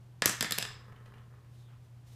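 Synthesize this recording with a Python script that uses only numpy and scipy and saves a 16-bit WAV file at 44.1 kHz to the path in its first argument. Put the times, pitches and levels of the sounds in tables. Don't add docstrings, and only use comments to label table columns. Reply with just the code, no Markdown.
import sys
import numpy as np
from scipy import signal
from scipy.fft import rfft, irfft
from scipy.io import wavfile
from scipy.ndimage import uniform_filter1d

SR = 44100
rng = np.random.default_rng(int(sys.argv[2]) if len(sys.argv) > 2 else 0)


def put_to_file(sound):
    columns = np.atleast_2d(sound).T
    safe = np.clip(columns, -1, 1)
    whole_steps = np.round(safe * 32767)
    wavfile.write(sys.argv[1], SR, whole_steps.astype(np.int16))


N = 94815

# (pitch [Hz], level [dB], t60 [s])
PENCIL_MODES = [(611, -14, .04), (1706, -11.5, 0.021), (3480, -14, 0.032), (5063, -6.5, .1),
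                (7680, -11, 0.1), (10750, -14.5, 0.0602)]


def amp(db):
    return 10 ** (np.asarray(db) / 20)


def unit_energy(x):
    return x / np.sqrt(np.sum(x ** 2) + 1e-20)


def unit_rms(x):
    return unit_energy(x) * np.sqrt(len(x))


def decay(t, t60):
    return np.exp(-np.log(1000) * t / t60)


def curve_at(points, hz, column=1):
    points = np.array(points)
    return np.interp(np.log(hz + 1), np.log(points[:, 0] + 1), points[:, column])


def add(mix, start, sound):
    part = mix[max(round(start * SR), 0):][:len(sound)]
    part += sound[:len(part)]


def colour(x, eq):
    return irfft(rfft(x) * amp(curve_at(eq, np.fft.rfftfreq(len(x), 1 / SR))), len(x))


def causal_colour(x, eq, size=4096):
    log_gain = np.log(amp(curve_at(eq, abs(np.fft.fftfreq(size, 1 / SR)))))
    taps = np.fft.ifft(np.exp(np.conj(signal.hilbert(log_gain)))).real
    return signal.fftconvolve(x, taps[:size // 2])[:len(x)]


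def resonance(x, hz, width_hz):
    return signal.lfilter(*signal.iirpeak(hz, hz / width_hz, SR), x)


def wander(count, rate_hz, step=32):
    size = N // step + 2
    hz = np.fft.rfftfreq(size, step / SR)
    slow = irfft(rfft(rng.standard_normal(size)) * np.exp(-(hz / rate_hz) ** 2), size)
    return np.interp(np.arange(count) / step, np.arange(size), unit_rms(slow))


def appliance_hum():
    # (pitch [Hz], rms level [dB])
    tones = [(120.2, -53.5), (86.2, -72.5), (199.5, -79)]
    t = np.arange(N) / SR
    hum = np.zeros(N)
    for hz, db in tones:
        waver = 1 + 0.077 * wander(N, 9.2)
        phase = 2 * np.pi * hz * t + 0.22 * wander(N, 5)
        hum += amp(db) * np.sqrt(2) * waver * np.sin(phase)
    return hum


def room_air():
    # (frequency [Hz], level [dB])
    air_eq = [(15, -51.5), (25, -23.5), (64, -10.5), (95, -7.5), (121, -8.5), (146, -8.5), (176, -20),
              (363, -24.5), (515, -27.5), (790, -29), (2300, -38.5), (2630, -38.5), (15000, -50.5)]
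    return amp(-60) * unit_rms(colour(rng.standard_normal(N), air_eq))


def stroke(length, db, eq):
    count = int(length * SR)
    hiss = colour(rng.standard_normal(N), eq) * np.exp(0.15 * wander(N, 60))
    return amp(db) * unit_rms(hiss[:count]) * np.sin(np.linspace(0, np.pi, count))


def petting():
    # (time [s], length [s], level [dB])
    strokes = [(.08, 0.045, -86), (1.05, 0.049, -72.5), (1.48, 0.21, -69.5), (1.819, 0.072, -74),
               (2.04, 0.2, -63)]
    # (frequency [Hz], level [dB])
    fur_eq = [(200, 11), (600, -6), (1500, -5.5), (3800, -3), (6500, -5.5), (10000, -9), (15000, -14)]
    # (time [s], length [s], level [dB])
    brush = (1.67, 0.12, -66)
    # (frequency [Hz], level [dB])
    brush_eq = [(200, 1), (600, -8), (1200, 5), (2000, -5), (3200, -7), (5000, -20), (12000, -29)]
    out = np.zeros(N)
    for start, length, db in strokes:
        add(out, start, stroke(length, db, fur_eq))
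    start, length, db = brush
    add(out, start, stroke(length, db, brush_eq))
    return out


def smooth_burst(x, evenness=0.85, width_hz=350, size=2048):
    power = uniform_filter1d(abs(rfft(x, size)) ** 2, int(width_hz * size / SR))
    gain_db = -evenness * 10 * np.log10(power / power.mean() + 1e-6)
    return causal_colour(x, np.c_[np.fft.rfftfreq(size, 1 / SR), gain_db])


def wood_knock(t, bands_db, snap=6.2):
    # (delay [s], weight [gain])
    chatter = [(0, 0.59), (.00033, 0.49), (.00055, .45)]
    edges = [100, 400, 1000, 2400, 5500, 10000, 15500]
    band_t60s = [0.027, 0.0095, 0.015, 0.014, 0.011, 0.0076]
    grain = rng.standard_normal(len(t))
    contact, knock = np.zeros((2, len(t)))
    for delay, weight in chatter:
        add(contact, delay * (1 + 0.22 * rng.uniform(-1, 1)), np.array([weight]))
    force = []
    for low, high, db, t60 in zip(edges, edges[1:], bands_db, band_t60s):
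        blow = smooth_burst(grain * decay(t, t60) - snap * contact)
        band = signal.butter(3, [low, high], "bandpass", fs=SR, output="sos")
        knock += amp(db + 2) * unit_energy(signal.sosfilt(band, blow))
        force.append((np.sqrt(low * high), db))
    return knock, force


def pencil_ring(t, hz, t60, flutter_hz=71.8):
    flutter = wander(len(t), flutter_hz) + 1j * wander(len(t), flutter_hz)
    tone = ((1 + flutter) * np.exp(2j * np.pi * hz * t)).imag
    return unit_energy(tone * decay(t, t60))


def clack(bands_db, spot_hz, spot_width, spot_db, ring_db):
    # (pitch [Hz], width [Hz], level [dB])
    damped_modes = [(1808, 250, -3.5), (3500, 310, -3.5), (5050, 300, -4), (7500, 490, 4),
                    (10580, 650, 0.5), (13400, 870, -1)]
    t = np.arange(SR // 4) / SR
    knock, force = wood_knock(t, bands_db)
    out = knock + amp(spot_db) * resonance(knock, spot_hz, spot_width)
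    for hz, width, db in damped_modes:
        out += amp(db + ring_db) * resonance(knock, hz, width)
    for hz, db, t60 in PENCIL_MODES:
        detuned = hz * (1 + 0.04 * rng.uniform(-0.55, 0.58))
        out += amp(db + ring_db + curve_at(force, hz)) * pencil_ring(t, detuned, t60)
    return out


def in_kitchen(sound, predelay_s=0.0013, build_s=0.016):
    # (frequency [Hz], level [dB], t60 [s])
    reverb = [(100, -2.5, 0.26), (253.7, -4, 0.23), (494.3, -7.5, 0.35), (950.7, 0, 0.44),
              (1802, 0.5, 0.49), (3540, -2, 0.45), (5250, -5.5, 0.43), (7410, -4.5, 0.33), (9460, -6, 0.24),
              (11400, -9.5, 0.301), (14300, -12, 0.24)]
    # (delay [s], level [dB])
    echoes = [(.0018, -14.5), (.0039, -14), (.009, -14.5), (0.014, -25.5)]
    # (frequency [Hz], level [dB])
    echo_eq = [(200, 0), (4000, 2), (8000, -7), (14000, -12)]
    hz, t, noise = signal.stft(rng.standard_normal(SR), SR, nperseg=256)
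    t60 = curve_at(reverb, hz, column=2)[:, None]
    gain = amp(curve_at(reverb, hz))[:, None]
    gain *= np.sqrt(2 * np.log(1000) / t60 / SR)
    response = signal.istft(noise * gain * decay(t, t60), SR, nperseg=256)[1][:SR]
    response *= np.clip((np.arange(SR) / SR - predelay_s) / build_s, 0, 1)
    early = np.zeros(SR // 20)
    for delay, db in echoes:
        add(early, delay * rng.uniform(0.9, 1.1), amp([db]))
    add(response, 0, colour(early, echo_eq))
    response[0] = 1
    return signal.fftconvolve(sound, response)


def settling(gap_s=0.009, fade_t60=0.48):
    # (frequency [Hz], level [dB])
    force = [(600, -30), (3400, -15), (5050, .5), (7800, -5), (11000, -14.5)]
    t = np.arange(SR // 6) / SR
    times = np.cumsum(gap_s * rng.uniform(0.54, 1.4, size=32))
    out = np.zeros(SR)
    for start in times - times[0]:
        for hz, db, t60 in PENCIL_MODES:
            detuned = hz * (1 + 0.05 * rng.uniform(-0.496, 0.52))
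            gain = amp(db + curve_at(force, hz)) * decay(start, fade_t60)
            add(out, start, gain * pencil_ring(t, detuned, t60))
    return amp(-16.5) * unit_energy(out)


def rolling(bumps_per_s=430):
    # (time [s], level [dB])
    fader = [(.64, -50), (.78, -61.5), (.93, -59.5), (1.0, -64), (1.17, -60), (1.26, -71), (1.32, -64.5),
             (1.47, -74), (1.6, -81)]
    # (frequency [Hz], level [dB])
    bump_eq = [(100, 10), (220, 1), (450, 1.5), (750, -4), (1100, 1), (1800, -1), (3200, -27), (5500, -28),
               (12000, -27)]
    # (pitch [Hz], width [Hz], level [dB])
    rings = [(201, 23, 8.5), (416, 37, 9.5), (1044, 95, 3)]
    # (time [s], level [dB])
    ticks = [(0.92, -34.5), (.96, -34.5), (1.057, -32), (1.137, -31.5), (1.18, -35.5), (1.357, -47),
             (1.444, -43.5)]
    # (frequency [Hz], level [dB])
    tick_eq = [(100, 14), (450, 3.5), (1200, 2), (3000, 4.5), (5000, -15), (12000, -20)]
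    t = np.arange(N) / SR
    bumps = rng.standard_normal(N) * (rng.random(N) < bumps_per_s / SR)
    body = colour(bumps, bump_eq)
    body += sum(amp(db) * resonance(body, hz, width) for hz, width, db in rings)
    times, levels_db = np.transpose(fader)
    moving = (t > times[0]) & (t < times[-1])
    out = unit_rms(body) * amp(np.interp(t, times, levels_db)) * moving
    tick_envelope = (np.minimum(t / 0.0057, 1) * decay(t, t60=0.028))[:SR // 10]
    for start, db in ticks:
        noise = colour(rng.standard_normal(len(tick_envelope)), tick_eq)
        add(out, start, amp(db) * unit_energy(tick_envelope * noise))
    return out


def fur_swish(width_hz=450):
    # (time [s], length [s], level [dB], start pitch [Hz], end pitch [Hz])
    gesture = (1.53, .22, -75.5, 4200, 3050)
    start, length, db, from_hz, to_hz = gesture
    count = int(length * SR)
    glide = np.exp(2j * np.pi * np.cumsum(np.linspace(from_hz, to_hz, count)) / SR)
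    hairs = wander(count, width_hz) + 1j * wander(count, width_hz)
    swell = np.sin(np.linspace(0, np.pi, count))
    out = np.zeros(N)
    add(out, start, amp(db) * (hairs * glide).real * swell)
    return out


def scene():
    # (time [s], six band strengths from low to high [dB], pitch of the struck spot [Hz],
    # its width [Hz], its level [dB], ring of the pencil [dB])
    clacks = [(0.221, -14.5, -9.5, -5, -7, -11, -20, 1752, 300, -5, -6),
              (0.2582, -6.5, -11.5, -6, -4, -1, 2.5, 6240, 600, 0, -9),
              (0.2769, -20, -22, -16, -16, -17, -22, 1950, 300, -3, -4),
              (0.2944, -19.5, -18, -14, -17, -12.5, -19, 8200, 900, 1, -8),
              (0.4086, -15, -19.5, -12, -10, -13.5, -13.5, 4200, 1500, -8.5, 1),
              (0.4262, -15.5, -16, -15.5, -15.5, -15.5, -15.5, 1800, 250, 4, 4),
              (0.4454, -17, -31, -20.5, -17.5, -29, -30, 2060, 300, 8, -3),
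              (0.509, -23.5, -22, -18.5, -19, -18.5, -18.5, 3450, 250, -5, 3),
              (.5220, -18.5, -25.5, -17, -14, -15.5, -10.5, 3920, 900, 6.5, 0),
              (0.5797, -20.5, -24, -20.5, -27, -31, -28, 3500, 400, -6, 0.5),
              (0.5848, -22, -16.5, -14, -12, -12.5, -8, 2750, 300, 4.5, -7.5),
              (0.6257, -28, -27, -21.5, -17, -21, -28, 3550, 700, -8, 5.5),
              (0.6513, -36, -27.5, -21, -24, -29, -39, 3300, 500, -5, -2)]
    # (frequency [Hz], level [dB])
    wood_eq = [(60, 1), (130, 5), (210, 2), (330, -3), (650, 1.5), (900, -4), (1250, -0.5), (1800, -1),
               (2300, -2), (3500, 1), (8500, 2), (10000, -2.5), (13500, -1.5), (15500, -15.5)]
    bounces = np.zeros(N)
    for start, *bands_db, spot_hz, spot_width, spot_db, ring_db in clacks:
        add(bounces, start, in_kitchen(clack(bands_db, spot_hz, spot_width, spot_db, ring_db)))
    add(bounces, 0.59, in_kitchen(settling()))
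    mix = appliance_hum() + room_air() + causal_colour(bounces, wood_eq) + fur_swish()
    add(mix, 0, amp(-1.5) * in_kitchen(rolling()))
    mix += petting()
    return mix[None]


def record(dry, ceiling=0.7, cutoff_hz=15300):
    rounded = ceiling * np.tanh(dry / ceiling)
    low_pass = signal.firwin(201, cutoff_hz, window=("kaiser", 9), fs=SR)
    return signal.oaconvolve(rounded, low_pass[None], "same")


dry = scene()
out = record(dry)
put_to_file(out)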